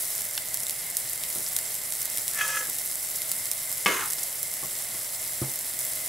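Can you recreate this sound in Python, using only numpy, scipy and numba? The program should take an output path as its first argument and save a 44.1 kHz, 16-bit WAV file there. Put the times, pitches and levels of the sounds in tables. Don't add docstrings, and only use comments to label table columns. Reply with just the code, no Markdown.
import sys
import numpy as np
from scipy import signal
from scipy.fft import rfft, irfft
from scipy.io import wavfile
from scipy.ndimage import uniform_filter1d
from numba import njit

SR = 44100
rng = np.random.default_rng(int(sys.argv[2]) if len(sys.argv) > 2 else 0)


def volts_from_decibels(level):
    exponent = np.asarray(level, float) / 20
    return 10 ** exponent


def master(y):
    cut = np.clip(np.atleast_2d(y).T, -1, 1)
    pcm = np.round(cut * 32767)
    wavfile.write(sys.argv[1], SR, pcm.astype(np.int16))


N = 268128

# (frequency [Hz], density [dB per Hz])
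STEAM_SPECTRUM = [(880, -14), (1500, -13), (1610, -14.5), (2080, -12.5), (2440, -16), (4080, -10),
                  (4550, -11.5), (5380, -4.5), (6240, -7), (7690, -1), (10800, 2), (15100, -5.5),
                  (16000, -5.5)]


def level(x, db):
    return x * volts_from_decibels(db) / np.sqrt(np.mean(x ** 2))


def curve(table):
    s, *columns = np.transpose(table)
    t = np.arange(N) / SR
    return [np.interp(t, s, column, -120, -120) for column in columns]


def along(points):
    hz, db = np.transpose(points)
    grid_hz = np.fft.rfftfreq(N, 1 / SR)
    return volts_from_decibels(np.interp(np.log(grid_hz + 1), np.log(hz), db))


def colour(x, points):
    spectrum = rfft(x)
    power = np.abs(np.atleast_2d(spectrum)[0]) ** 2
    broad = np.sqrt(uniform_filter1d(power, size=3000))
    return irfft(spectrum / broad * along(points), N)


def band(x, hz, width):
    return signal.lfilter(*signal.iirpeak(hz, hz / width, SR), x)


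def cut(x, hz):
    return signal.sosfilt(signal.butter(4, hz, "high", fs=SR, output="sos"), x)


def fading(x, fade_s):
    return signal.lfilter([1], [1, -np.exp(-1 / (fade_s * SR))], x)


def impulses(s, gain):
    return np.bincount((s * SR).astype(int), gain, N)


def ring(x, modes):
    out = 0
    for hz, db, t60 in modes:
        pole = np.exp(2j * np.pi * hz / SR - np.log(1000) / (min(t60, 1.) * SR))
        out = out + volts_from_decibels(db) * signal.lfilter([1], [1, -pole], x).imag
    return out


def walk(rate):
    k = int(SR / rate)
    held = np.repeat(rng.standard_normal(N // k + 1), k)
    return uniform_filter1d(held, k)[:N]


def wide():
    # (frequency [Hz], side minus mid [dB])
    spread = [(60, -14), (110, -25.5), (200, -8.5), (380, -8.5), (700, -12), (1290, -7), (2380, -29),
              (4400, -19), (8120, -10), (15000, -8)]
    mid, side = rng.standard_normal((2, N))
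    return mid + irfft(rfft(side) * along(spread), N) * np.array([[1], [-1]])


def stroke(start, attack, hold, release, db, sag_db):
    s = start + np.cumsum([0, attack, hold, release])
    end_db = db + sag_db * hold
    return volts_from_decibels(curve(np.transpose([s, [db - 20, db, end_db, end_db - 30]]))[0])


@njit
def grains(s, hz, cycles, left, right):
    out = np.zeros((2, N + 4000))
    for k in range(len(s)):
        pole = np.exp((2j * np.pi - 1 / cycles[k]) * hz[k] / SR)
        i = int(s[k] * SR)
        z = pole ** (i + 1 - s[k] * SR)
        while abs(z) > .003:
            out[0, i] += left[k] * z.imag
            out[1, i] += right[k] * z.imag
            z, i = z * pole, i + 1
    return out[:, :N]


def fizz(count=40000):
    # (time [s], level [dB])
    frying = [(0.0, -30), (0.37, -34.5), (0.95, -34), (1.57, -32.5), (1.95, -33.5), (2.25, -32.5),
              (3.28, -32.5), (4.08, -33), (4.35, -33.5), (5.62, -33), (6.08, -31)]
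    loudest_bubble_db = 17
    when, pitch, size, place = rng.random((count, 4)).T
    gain = volts_from_decibels(np.minimum(-3.6 * np.log(1 - size), loudest_bubble_db))
    pan = volts_from_decibels(7.0 * (2 * place - 1))
    hz = 3500 * volts_from_decibels(13 * pitch)
    pops = grains(when * N / SR, hz, np.full(count, 1.2), gain * pan, gain / pan)
    mix = level(pops, -2) + level(wide(), -4)
    surge_db = 0.27 * walk(9.7) + 0.81 * walk(45)
    return level(colour(mix, STEAM_SPECTRUM), 0) * volts_from_decibels(curve(frying)[0] + surge_db + 1.35)


def burners():
    # (frequency [Hz], density [dB per Hz])
    flame = [(12, -47), (20, -13), (130, -2), (216, -6.5), (305, -11), (474, -6), (625, 1), (844, -5.5),
             (1140, -10), (1610, -7), (2080, 3), (2440, -8), (5000, -4), (6500, -35), (11000, -120)]
    # (frequency [Hz], width [Hz], rms level [dB])
    jets = [(123.4, 66, -61.5), (627, 74, -61), (2093, 80, -54.5), (7640, 130, -46.5)]
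    out = level(colour(wide(), flame), -45) * volts_from_decibels(0.87 * walk(6))
    for hz, width, db in jets:
        whistle = band(band(wide(), hz, width), hz, width)
        out += level(whistle, db) * volts_from_decibels(1.7 * walk(9))
    return out


def small_spits(count=125):
    # (time [s], peak [dB])
    lesser = [(.1801, -12.4), (.2092, -12.1), (.6035, -12.1), (.6341, -12.7), (.6681, -11.8),
              (1.0966, -11.7), (1.3017, -11.6), (1.4871, -12.7), (1.7525, -13), (1.9365, -11.6),
              (2.0291, -11.3), (2.1006, -12.5), (2.4801, -12.4), (2.8602, -11.3), (2.9562, -12),
              (3.1571, -11.9), (3.1603, -12.5), (3.716, -11.3), (4.0596, -12.5), (4.1027, -11.9),
              (4.1213, -12.6), (4.2364, -11.6), (5.5899, -12.6), (5.7907, -11.2), (5.8506, -11.9)]
    # (time [s], rate [spits per s])
    wetness = [(0, 30), (.7, 16), (2.4, 28), (3.8, 18), (4.3, 6), (5.4, 5), (5.8, 16), (6.08, 16)]
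    faintest_db, mean_excess_db, loudest_db = -18, 1.3, -15.5
    pitch_hz, pitch_spread_hz = 10600, 1100
    when, size = rng.random((count, 2)).T
    due = np.cumsum(curve(wetness)[0])
    faint_s = np.searchsorted(due, when * due[-1]) / SR
    faint_db = np.minimum(faintest_db - mean_excess_db * np.log(1 - size), loudest_db)
    s, db = np.hstack([np.transpose(lesser), [faint_s, faint_db]])
    pitch, body = rng.standard_normal((len(s), 2)).T
    shift = pitch_spread_hz * np.clip(pitch, -1.5, 2)
    low_db = -21.5 - shift / 1000 + 3 * body
    return np.transpose([s, db, pitch_hz + shift, low_db])


def spits():
    # (time [s], peak [dB], bubble pitch [Hz], low part [dB])
    loud_spits = [(0.219, -10.6, 10500, -20), (0.3785, -10.2, 9400, -8), (0.5435, -4.7, 10200, -25),
                  (0.5726, -10.5, 10000, -14), (0.6962, -7.9, 9100, -13), (0.7083, -9.5, 10600, -28),
                  (0.9692, -3.8, 11200, -19), (1.1329, -10.3, 10800, -27), (1.2372, -9.6, 9800, -14),
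                  (1.3513, -10.3, 11700, -21), (1.5651, -2.9, 9200, -14), (1.588, -8.2, 9100, -17),
                  (1.9233, -10.2, 8400, -12), (2.0188, -11.0, 9500, -18), (2.0553, -9.7, 11400, -18),
                  (2.1738, -7.1, 9400, -16), (2.1828, -9.0, 9800, -15), (2.2801, -6.3, 9200, -13),
                  (2.6988, -9.9, 10900, -22), (2.7862, -9.3, 11300, -23), (3.2188, -9.6, 10100, -13),
                  (3.3164, -3.2, 10100, -16), (3.4562, -9.6, 11500, -27), (3.5151, -4.7, 9500, -17),
                  (3.7269, -10.3, 11800, -24), (4.1079, -8.8, 11600, -24), (4.1339, -8.4, 9600, -17),
                  (4.2322, -9.8, 10200, -24), (4.43, -7.2, 10600, -23), (4.5389, -9.7, 12300, -25)]
    # (time [s], peak [dB], pitch [Hz], length [cycles])
    plops = [(0.3773, -15, 3640, 1.6), (.3783, -15.5, 5330, 2.3), (0.3795, -27, 1580, 2.5),
             (0.3807, -20, 2940, 2.5), (0.667, -27, 3680, 5.0), (1.2372, -22.5, 3830, 1.4),
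             (1.4648, -18, 5500, 3.4), (1.5892, -28, 1820, 2.8), (4.1027, -19.5, 6050, 4.0)]
    echo_s, echo_db = .00042, -11
    splash_s, splash_db, splash_growth = .006, -30.5, .3
    s, db, hz, low_db = np.vstack([loud_spits, small_spits()]).T
    place, wall = rng.standard_normal((len(s), 2)).T
    pan_db = -2 + 2.5 * place
    db = db + 8.3
    left, right, one = -volts_from_decibels(db + pan_db / 2), -volts_from_decibels(db - pan_db / 2), np.ones(len(s))

    cycles = .65 - .035 * np.minimum(db, 0)
    crack = grains(s - 1 / hz, 1.12 * hz, cycles, left, right)
    crack += volts_from_decibels(echo_db) * grains(s + echo_s * volts_from_decibels(2.5 * wall), hz, one, left, right)
    body = volts_from_decibels(low_db - 3.5)
    low = grains(s - 1 / hz, 4000 * one, 1.12 * one, left * body, right * body)

    start = impulses(s, volts_from_decibels((1 + splash_growth) * db + splash_db))
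    droplets = level(colour(wide(), STEAM_SPECTRUM), 0) * volts_from_decibels(3 * walk(600))
    splash = fading(start, splash_s) * droplets

    s, db, hz, cycles = np.transpose(plops)
    wet = grains(s, hz, cycles, volts_from_decibels(db), volts_from_decibels(db))
    return cut(crack, 5200) + cut(low, 2340) + splash + cut(wet, 480)


def struck_wood(table, modes):
    force, shake = np.zeros((2, N))
    for s, db, ms, rumble_db in table:
        push = np.hanning(int(ms * SR / 1000) + 3)
        force[int(s * SR):][:len(push)] += volts_from_decibels(db) * push / push.sum()
        shake[int(s * SR)] += volts_from_decibels(rumble_db)
    rumble = band(band(wide(), 250, 560), 290, 800)
    return cut(fading(shake, 0.046) * level(rumble, 0) - ring(force, modes), 70)


def cupboard_taps():
    # (time [s], peak [dB], push length [ms], rumble [dB])
    taps = [(1.358, -34, 2.3, -43.5), (1.378, -43, 1.7, -51), (4.630, -35, 0.71, -46),
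            (4.643, -35.5, .8, -54), (2.683, -44, 0.91, -51), (4.945, -41, 0.94, -49)]
    # (frequency [Hz], level [dB], t60 [s])
    panel = [(151, -10, 0.075), (278, -14, 0.047), (367, -3.5, 0.052), (503, -7, 0.081), (808, -3, .07),
             (1104, 2.5, .08)]
    return struck_wood(taps, panel)


def scrape():
    # (time [s], squeak level [dB])
    dragging = [(2.33, -41), (2.392, -26.5), (2.412, -23), (2.452, -25), (2.474, -31), (2.578, -26.5),
                (2.594, -30), (2.658, -39), (2.7, -52)]
    # (time [s], peak [dB])
    rim_catches = [(2.3675, -36), (2.3835, -29), (2.406, -23), (2.4084, -33), (2.445, -29), (2.4614, -33),
                   (2.4853, -25), (2.4967, -24), (2.5254, -31), (2.5416, -30), (2.565, -21), (2.604, -23),
                   (2.621, -22), (2.6514, -22)]
    # (time [s], pitch [ratio])
    pitch_sag = [(2.33, 1.06), (2.42, 1), (2.5, 1.0), (2.7, .98)]
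    # (frequency [Hz], width [Hz], level [dB])
    bowl_lines = [(530, 10.4, -7), (943, 26, -9.5), (1120, 22, -11), (1305, 40, -6), (1693, 22.6, 1.5),
                  (2070, 55, -4.5), (2554, 87, -5.5), (2940, 48, -12), (3240, 21, -10)]
    # (start [s], attack [s], hold [s], release [s], level [dB], sag [dB per s])
    rub = (2.33, .06, .21, .08, -33.5, -5)
    lowest = (2.4, .07, .15, .08, -36, 0)
    s, db = np.transpose(rim_catches)
    grip = .45 + np.convolve(impulses(s, volts_from_decibels(db + 19)), np.hanning(700))[:N]
    drag = volts_from_decibels(curve(dragging)[0])
    elapsed = np.clip(np.arange(N) / SR - dragging[1][0], 0, 1)
    upper = drag * volts_from_decibels(-3 - 21 * elapsed)
    lower = stroke(*lowest)
    turns = np.cumsum(curve(pitch_sag)[0]) / SR
    steel = upper * level(band(wide(), 2800, 1800), -9.0)
    for hz, width, line_db in bowl_lines:
        wander = np.cumsum(rng.standard_normal(N)) * np.sqrt(2 * np.pi * width / SR)
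        if hz < 1000:
            share = lower
        elif 1200 < hz < 1900:
            share = drag
        else:
            share = upper
        if not 1500 < hz < 1900:
            share = share * volts_from_decibels(2.5 * walk(40))
        steel += volts_from_decibels(line_db) * share * np.sin(2 * np.pi * hz * turns + wander)
    grit = level(band(cut(wide(), 4900), 6300, 2000), -3.7)
    return steel * grip + stroke(*rub) * volts_from_decibels(1.5 * walk(60)) * grit


def knock():
    # (time [s], peak [dB])
    landings = [
        (3.8601, -7.5),
        (3.865, -7),
        (3.871, -29),
        (3.887, -18),
        (3.921, -18.5),
    ]
    # (frequency [Hz], level [dB], t60 [s])
    bowl_modes = [(213, -18, 0.12), (376, -23, 0.28), (532, -7, 0.18), (972, -15.5, 0.44), (1130, -20, 0.3),
                  (1156, -2.5, 0.18), (1225, -11, .1), (1670, -10.5, 0.26), (2158, 5, 0.2),
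                  (2586, -1, 0.065), (2980, 2, 0.049), (3160, -21, .08), (3800, -22, 0.047),
                  (5420, -8, 0.05)]
    # (hold [s], release [s], level [dB], sag [dB per s])
    main_slide = (.15, .14, -28.5, -50)
    # (frequency [Hz], width [Hz], hold [s], release [s], level [dB], sag [dB per s])
    slide_voices = [
        (6300, 900, .1, .2, -44, 60),
        (1150, 850, .16, .12, -32, 0),
        (430, 480, .15, .12, -27.5, -125),
    ]
    slide_s, attack_s = 3.866, 0.0063
    s, db = np.transpose(landings)
    blows = impulses(s, volts_from_decibels(db))
    crack = fading(blows, 0.0036) * band(wide(), 1840, 1900)
    grit = wide() * volts_from_decibels(1.5 * walk(440))
    ringing = level(cut(ring(grit, bowl_modes), 1880), -6.0)
    rubbing = level(band(cut(grit, 1800), 2300, 1700), -1.4)
    slide = (ringing + rubbing) * stroke(slide_s, attack_s, *main_slide)
    for hz, width, *shape in slide_voices:
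        voice = level(band(band(grit, hz, width), hz, width), -1.3)
        slide += stroke(slide_s, attack_s, *shape) * voice
    return volts_from_decibels(-13.5) * ring(blows, bowl_modes) + volts_from_decibels(-1.5) * crack + slide


def worktop_thuds():
    # (time [s], peak [dB], push length [ms], rumble [dB])
    thuds = [
        (5.4165, -18.5, 1.75, -40.5),
        (5.4222, -32, 0.81, -42),
    ]
    # (frequency [Hz], level [dB], t60 [s])
    worktop = [(133.7, -4, 0.21), (246, -7, 0.043), (334, -3, 0.062), (526, -13, 0.072), (830, -22, 0.054),
               (1100, -3, 0.067), (1250, 2, 0.046)]
    return struck_wood(thuds, worktop)


def room(near):
    t60_s, room_db = 0.3, -11
    t = np.arange(SR // 2) / SR
    decay = np.exp(-np.log(1000) * t / t60_s) * (t > .002)
    tail = rng.standard_normal((2, len(t))) * decay
    tail = tail / np.sqrt(np.sum(tail ** 2) / 2)
    return volts_from_decibels(room_db) * signal.fftconvolve(near, tail, axes=1)[:, :N]


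def scene():
    near = spits() + volts_from_decibels(np.array([[.7], [-.7]])) * scrape() + knock()
    pan = volts_from_decibels(np.array([[-.5], [.5]])) * fizz()
    wood = cupboard_taps() + worktop_thuds()
    return cut(near + room(near), 114) + pan + burners() + wood


def top_cut(x):
    return signal.sosfilt(signal.butter(12, 17020, fs=SR, output="sos"), x)


def record(dry):
    top = signal.ellip(14, .3, 90, 15740, fs=SR, output="sos")
    return top_cut(signal.sosfilt(top, dry))


dry = scene()
out = record(dry)
master(out)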